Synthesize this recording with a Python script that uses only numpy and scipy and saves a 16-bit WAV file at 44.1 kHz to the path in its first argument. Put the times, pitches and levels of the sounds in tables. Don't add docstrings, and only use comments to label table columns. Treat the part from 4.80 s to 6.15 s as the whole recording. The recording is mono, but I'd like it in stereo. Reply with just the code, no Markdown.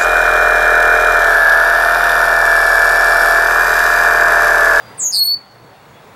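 import sys
import numpy as np
from scipy import signal
from scipy.io import wavfile
from scipy.ndimage import uniform_filter1d

SR = 44100
rng = np.random.default_rng(int(sys.argv[2]) if len(sys.argv) > 2 else 0)


def rack_gain(trim_db):
    fader = np.asarray(trim_db, float)
    return 10 ** (fader / 20)


def waveform_to_disk(signal):
    frames = np.transpose(np.atleast_2d(signal))
    scaled = np.clip(frames, -1, 1) * 32767
    samples = np.round(scaled).astype(np.int16)
    wavfile.write(sys.argv[1], SR, samples)


N = 59535


def evened(x):
    return x / np.sqrt(np.mean(x ** 2) + 1e-20)


def read_curve(points, hz):
    point_hz, value = np.transpose(points)
    return np.interp(np.log(hz + 1), np.log(point_hz + 1), value)


def add(mix, start_s, sound):
    part = mix[round(start_s * SR):][:len(sound)]
    part += sound[:len(part)]


def drift(width_hz, size):
    pole = np.exp(-np.pi * width_hz / SR)
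    white = rng.standard_normal((size + SR, 2)) @ [1, 1j]
    z = signal.lfilter([1], np.convolve([1, -pole], [1, -pole]), white)[SR:]
    return z / np.sqrt(np.mean(abs(z) ** 2))


def wavering(hz, width_hz, size):
    wander = .6
    level = (1 + wander * drift(width_hz, size)) / np.sqrt(1 + wander ** 2)
    carrier = np.exp(2j * np.pi * hz * np.arange(size) / SR)
    return np.sqrt(2) * (level * carrier).real


# (frequency [Hz], relative level per Hz [dB])
AIR_SPECTRUM = [(15, -84.5), (25, -29), (91, -6.5), (119, -1.5), (349, -8.5), (433, -4.5), (919, -4),
                (2120, -12.5), (2850, -19), (3170, -20.5), (3440, -17.5), (4750, -25), (12800, -34),
                (15500, -36.5)]
# (frequency [Hz], likeness [0-1])
AIR_LIKENESS = [(60, 0.97), (150, 1), (380, 0.93), (950, 0.8), (2380, 0.64), (5980, 0.5), (15000, 0.99)]


def air():
    air_db, patch_db = -38.5, 1.36
    frames, hz = N // 512 + 5, np.fft.rfftfreq(2048, 1 / SR)
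    a, b, c, d, patches = rng.standard_normal((frames, 1025, 5)).T
    patches = uniform_filter1d(patches, 20, 0)
    patches = evened(uniform_filter1d(patches, 6, 1))
    same = np.clip(read_curve(AIR_LIKENESS, hz), -1, 1)[:, None]
    left = a + 1j * b
    right = same * left + np.sqrt(1 - same ** 2) * (c + 1j * d)
    spectra = np.array([left, right])
    spectra *= rack_gain(read_curve(AIR_SPECTRUM, hz)[:, None] + patch_db * patches)
    noise = signal.istft(spectra, nperseg=2048, noverlap=1536)[1][:, :N]
    return rack_gain(air_db) * evened(noise)


def hum():
    hz, width_hz, db = 119.2, 10, -51.5
    return rack_gain(db) * wavering(hz, width_hz, N)


def camera_whine():
    hz, db = 15734, -61
    return rack_gain(db) * np.sqrt(2) * np.sin(2 * np.pi * hz * np.arange(N) / SR)


# (start [s], length [s], pitch [Hz], level at the start [dB], change of level by the end [dB])
FAR_WHISTLES = [(.001, .31, 4785, -52, -7), (1.065, .11, 6680, -62, -3), (1.13, .08, 3390, -53, -1),
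                (.94, .05, 2750, -57, -2), (.92, .04, 5150, -66, -2), (1.0, .2, 2830, -61, -1)]


def far_birds():
    width_hz, attack_s = 25, .006
    out = np.zeros(N)
    for start, length, hz, db, fade_db in FAR_WHISTLES:
        u = np.linspace(0, 1, round(length * SR))
        attack = np.minimum(u * length / attack_s, 1)
        release = np.minimum(10 * (1 - u), 1)
        tone = wavering(hz, width_hz, len(u))
        add(out, start, rack_gain(db + fade_db * u) * release * attack * tone)
    return out


def buzzing_note(rows, buzz_hz):
    jitter = .05
    pulse_lead, overtone_lead = 1.3, 2.6
    steady_swing_hz = 40
    breath_db, breath_width_hz = -36, 150
    rasp_per_swing_hz, rasp_floor, rasp_in_tone, rasp_width_hz = .0009, .025, .05, 2000
    edge_s = .006
    s, *cols = np.transpose(rows)
    t = np.arange(s[0], s[-1], 1 / SR)
    hz, *dbs, swing, pulsing, overtone_pulsing = (np.interp(t, s, c) for c in cols)

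    rate = np.linspace(*buzz_hz, len(t)) * (1 + jitter * drift(60, len(t)).real)
    beat = 2 * np.pi * np.cumsum(rate) / SR
    phase = 2 * np.pi * np.cumsum(hz + swing * np.sin(beat)) / SR
    out = 0
    for k, db in enumerate(dbs):
        depth = np.clip(overtone_pulsing if k else pulsing, 0, 1)
        depth = depth * np.clip(swing / steady_swing_hz, 0, 1)
        pulse = 1 + depth * np.sin(beat + (overtone_lead if k else pulse_lead))
        pulse = pulse / np.sqrt(1 + depth ** 2 / 2)
        breath = rack_gain(breath_db) * (1 + k) * drift(breath_width_hz, len(t))
        rasp_level = (rasp_per_swing_hz * swing + rasp_floor) * (k + rasp_in_tone)
        rasp = rasp_level * drift(rasp_width_hz, len(t))
        harmonic = ((1 + breath + rasp) * np.exp(1j * (k + 1) * phase)).real
        out = out + rack_gain(db) * pulse * np.sqrt(2) * harmonic
    return s[0], out * np.clip(np.minimum(t - t[0], t[-1] - t) / edge_s, 0, 1)


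# (time [s], pitch [Hz], level [dB], 2nd harmonic level [dB],
# buzz swing either side of the pitch [Hz], pulsing [0-1], overtone pulsing [0-1])
HIGH_NOTE_COURSE = [(0.172, 9300, -54.5, -81.5, 424.0, 0.3, 0.08),
                    (0.18, 9200, -38, -84.5, 366.0, 0.1, 0.06), (0.19, 8560, -30.5, -73, 560.0, 0, 0.03),
                    (0.2, 7710, -19.5, -71, 498.0, 0.5, 0.7), (0.212, 7280, -19, -50.5, 473.0, 0.7, 0.38),
                    (0.225, 7220, -18.5, -52, 716.0, 0.34, 0.1),
                    (0.238, 6871.0, -15, -44.5, 395.0, 0.6, 0.9), (0.25, 6700, -18, -37.5, 140.0, 0.9, 0.9),
                    (0.262, 6639.0, -10, -34.5, 234.0, 0.6, 0.7),
                    (0.274, 6700, -13.5, -32, 264.0, 0.6, 0.66),
                    (0.285, 6560, -12.5, -30.8, 229.0, 0.4, 0.45),
                    (0.292, 6547.0, -23, -31.5, 187.0, 0.1, 0.3),
                    (0.3, 6599.0, -21, -33.5, 127.0, 0.35, 0.59), (0.31, 6675, -16, -43.5, 353.0, 0.5, 0.4),
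                    (0.32, 6610, -22, -51, 370.0, 0.05, 0.25)]


def high_note():
    return buzzing_note(HIGH_NOTE_COURSE, (284, 266))


# (first echo [s], time to fall 60 dB [s],
# level before dulling [dB], left-right likeness [0-1], treble edge [Hz])
TREE_ECHOES = [(.002, .17, -10, .5, 8000), (.015, .45, -21, .4, 7000), (.03, 2.2, -33, .4, 5000)]


def scatter(bird):
    t, out = np.arange(SR) / SR, 0
    for first, t60, db, same, edge_hz in TREE_ECHOES:
        a, b = rng.standard_normal((2, SR)) * rack_gain(-60 * t / t60) * (t > first)
        right = same * a + np.sqrt(1 - min(same, 1) ** 2) * b
        ears = np.array([a, right]) / np.linalg.norm(a)
        dull = signal.lfilter(*signal.butter(2, edge_hz, fs=SR), bird)
        out = out + rack_gain(db) * signal.fftconvolve(dull[None], ears, axes=1)[:, :N]
    return out


# (time [s], pitch [Hz], level [dB], 2nd harmonic level [dB],
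# 3rd harmonic level [dB], buzz swing either side of the pitch [Hz], pulsing [0-1],
# overtone pulsing [0-1])
LOW_NOTE_COURSE = [(0.316, 5040, -32, -34.5, -49.5, 398, 0.8, 0.4),
                   (0.324, 5020, -21.5, -32.5, -47, 399, 0.85, 0.6),
                   (0.334, 4773, -15, -25.5, -38, 310, 0.6, 0.1),
                   (0.346, 4587, -11.5, -26, -38, 346.5, 0.4, 0.6),
                   (0.358, 4562, -12, -21, -34, 335.0, 0.6, 0.6),
                   (0.37, 4377, -9.5, -25, -27.5, 262, 0.7, 0.6),
                   (0.382, 4433, -10.5, -20, -27.5, 169, 0.5, 0.6),
                   (0.394, 4352, -7.5, -19, -17.5, 105.5, 0.06, 0.6),
                   (0.404, 4341.0, -6.5, -25, -21.5, 1.5, 0.05, 0.0),
                   (0.416, 4322, -4, -40.5, -20.5, -0.5, 0.1, 0.03),
                   (0.43, 4360, -4.5, -29.5, -14.5, 2, 0.15, 0.0),
                   (0.444, 4370, -8.5, -18.5, -15.891, -0.5, 0.09, 0.0),
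                   (0.456, 4382, -9.5, -25, -13.5, -0.5, 0.16, 0.04),
                   (0.468, 4417, -11, -18, -19, -2, 0.05, 0.0),
                   (0.48, 4426, -6.5, -30.5, -24, -1.5, 0.09, 0.24),
                   (0.5, 4424, -8.5, -36, -23.882, 3.5, 0.02, 0.1),
                   (0.518, 4443, -7, -46.5, -26.5, -0.5, 0.0, 0.15),
                   (0.53, 4477, -9.5, -36, -35, 3.5, 0.2, 0.03), (0.545, 4498, -9, -41, -40, 3, 0.16, 0.03),
                   (0.56, 4466.0, -23, -59.5, -53.5, 1.5, 0.03, 0.0),
                   (0.575, 4490, -31.5, -63, -52, 2, 0.05, 0.1)]


def low_note():
    return buzzing_note(LOW_NOTE_COURSE, (195, 194))


def rustle():
    start_s, length_s, hz, width_hz = .91, .08, 3500, 2500
    db = -51
    out, size = np.zeros(N), round(length_s * SR)
    carrier = np.exp(2j * np.pi * hz * np.arange(size) / SR)
    hiss = (drift(width_hz, size) * carrier).real
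    add(out, start_s, rack_gain(db) * np.hanning(size) * hiss)
    return out


def scene():
    bird = np.zeros(N)
    add(bird, *high_note())
    add(bird, *low_note())
    low_hum = hum()
    direct = bird * rack_gain([[0.27], [-0.27]])
    return direct + scatter(bird) + far_birds() + rustle() + air() + low_hum


def gain_control(sound):
    threshold_db, slope = -20, .5
    sense_s, recover_db_per_s = .04, 5.0
    r = np.exp(-1 / (sense_s * SR))
    power = signal.lfilter([1 - r], [1, -r], (sound ** 2).mean(0))
    power_db = 10 * np.log10(power + 1e-12)
    wanted_cut_db = slope * np.maximum(power_db - threshold_db, 0)
    ramp = np.arange(N) * recover_db_per_s / SR
    cut_db = np.maximum.accumulate(wanted_cut_db + ramp) - ramp
    return sound / rack_gain(cut_db)


def low_pass(x):
    return signal.sosfilt(signal.butter(12, 16170, fs=SR, output="sos"), x)


def record(dry):
    mix = gain_control(dry + camera_whine())
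    return low_pass(mix)


dry = scene()
out = record(dry)
waveform_to_disk(out)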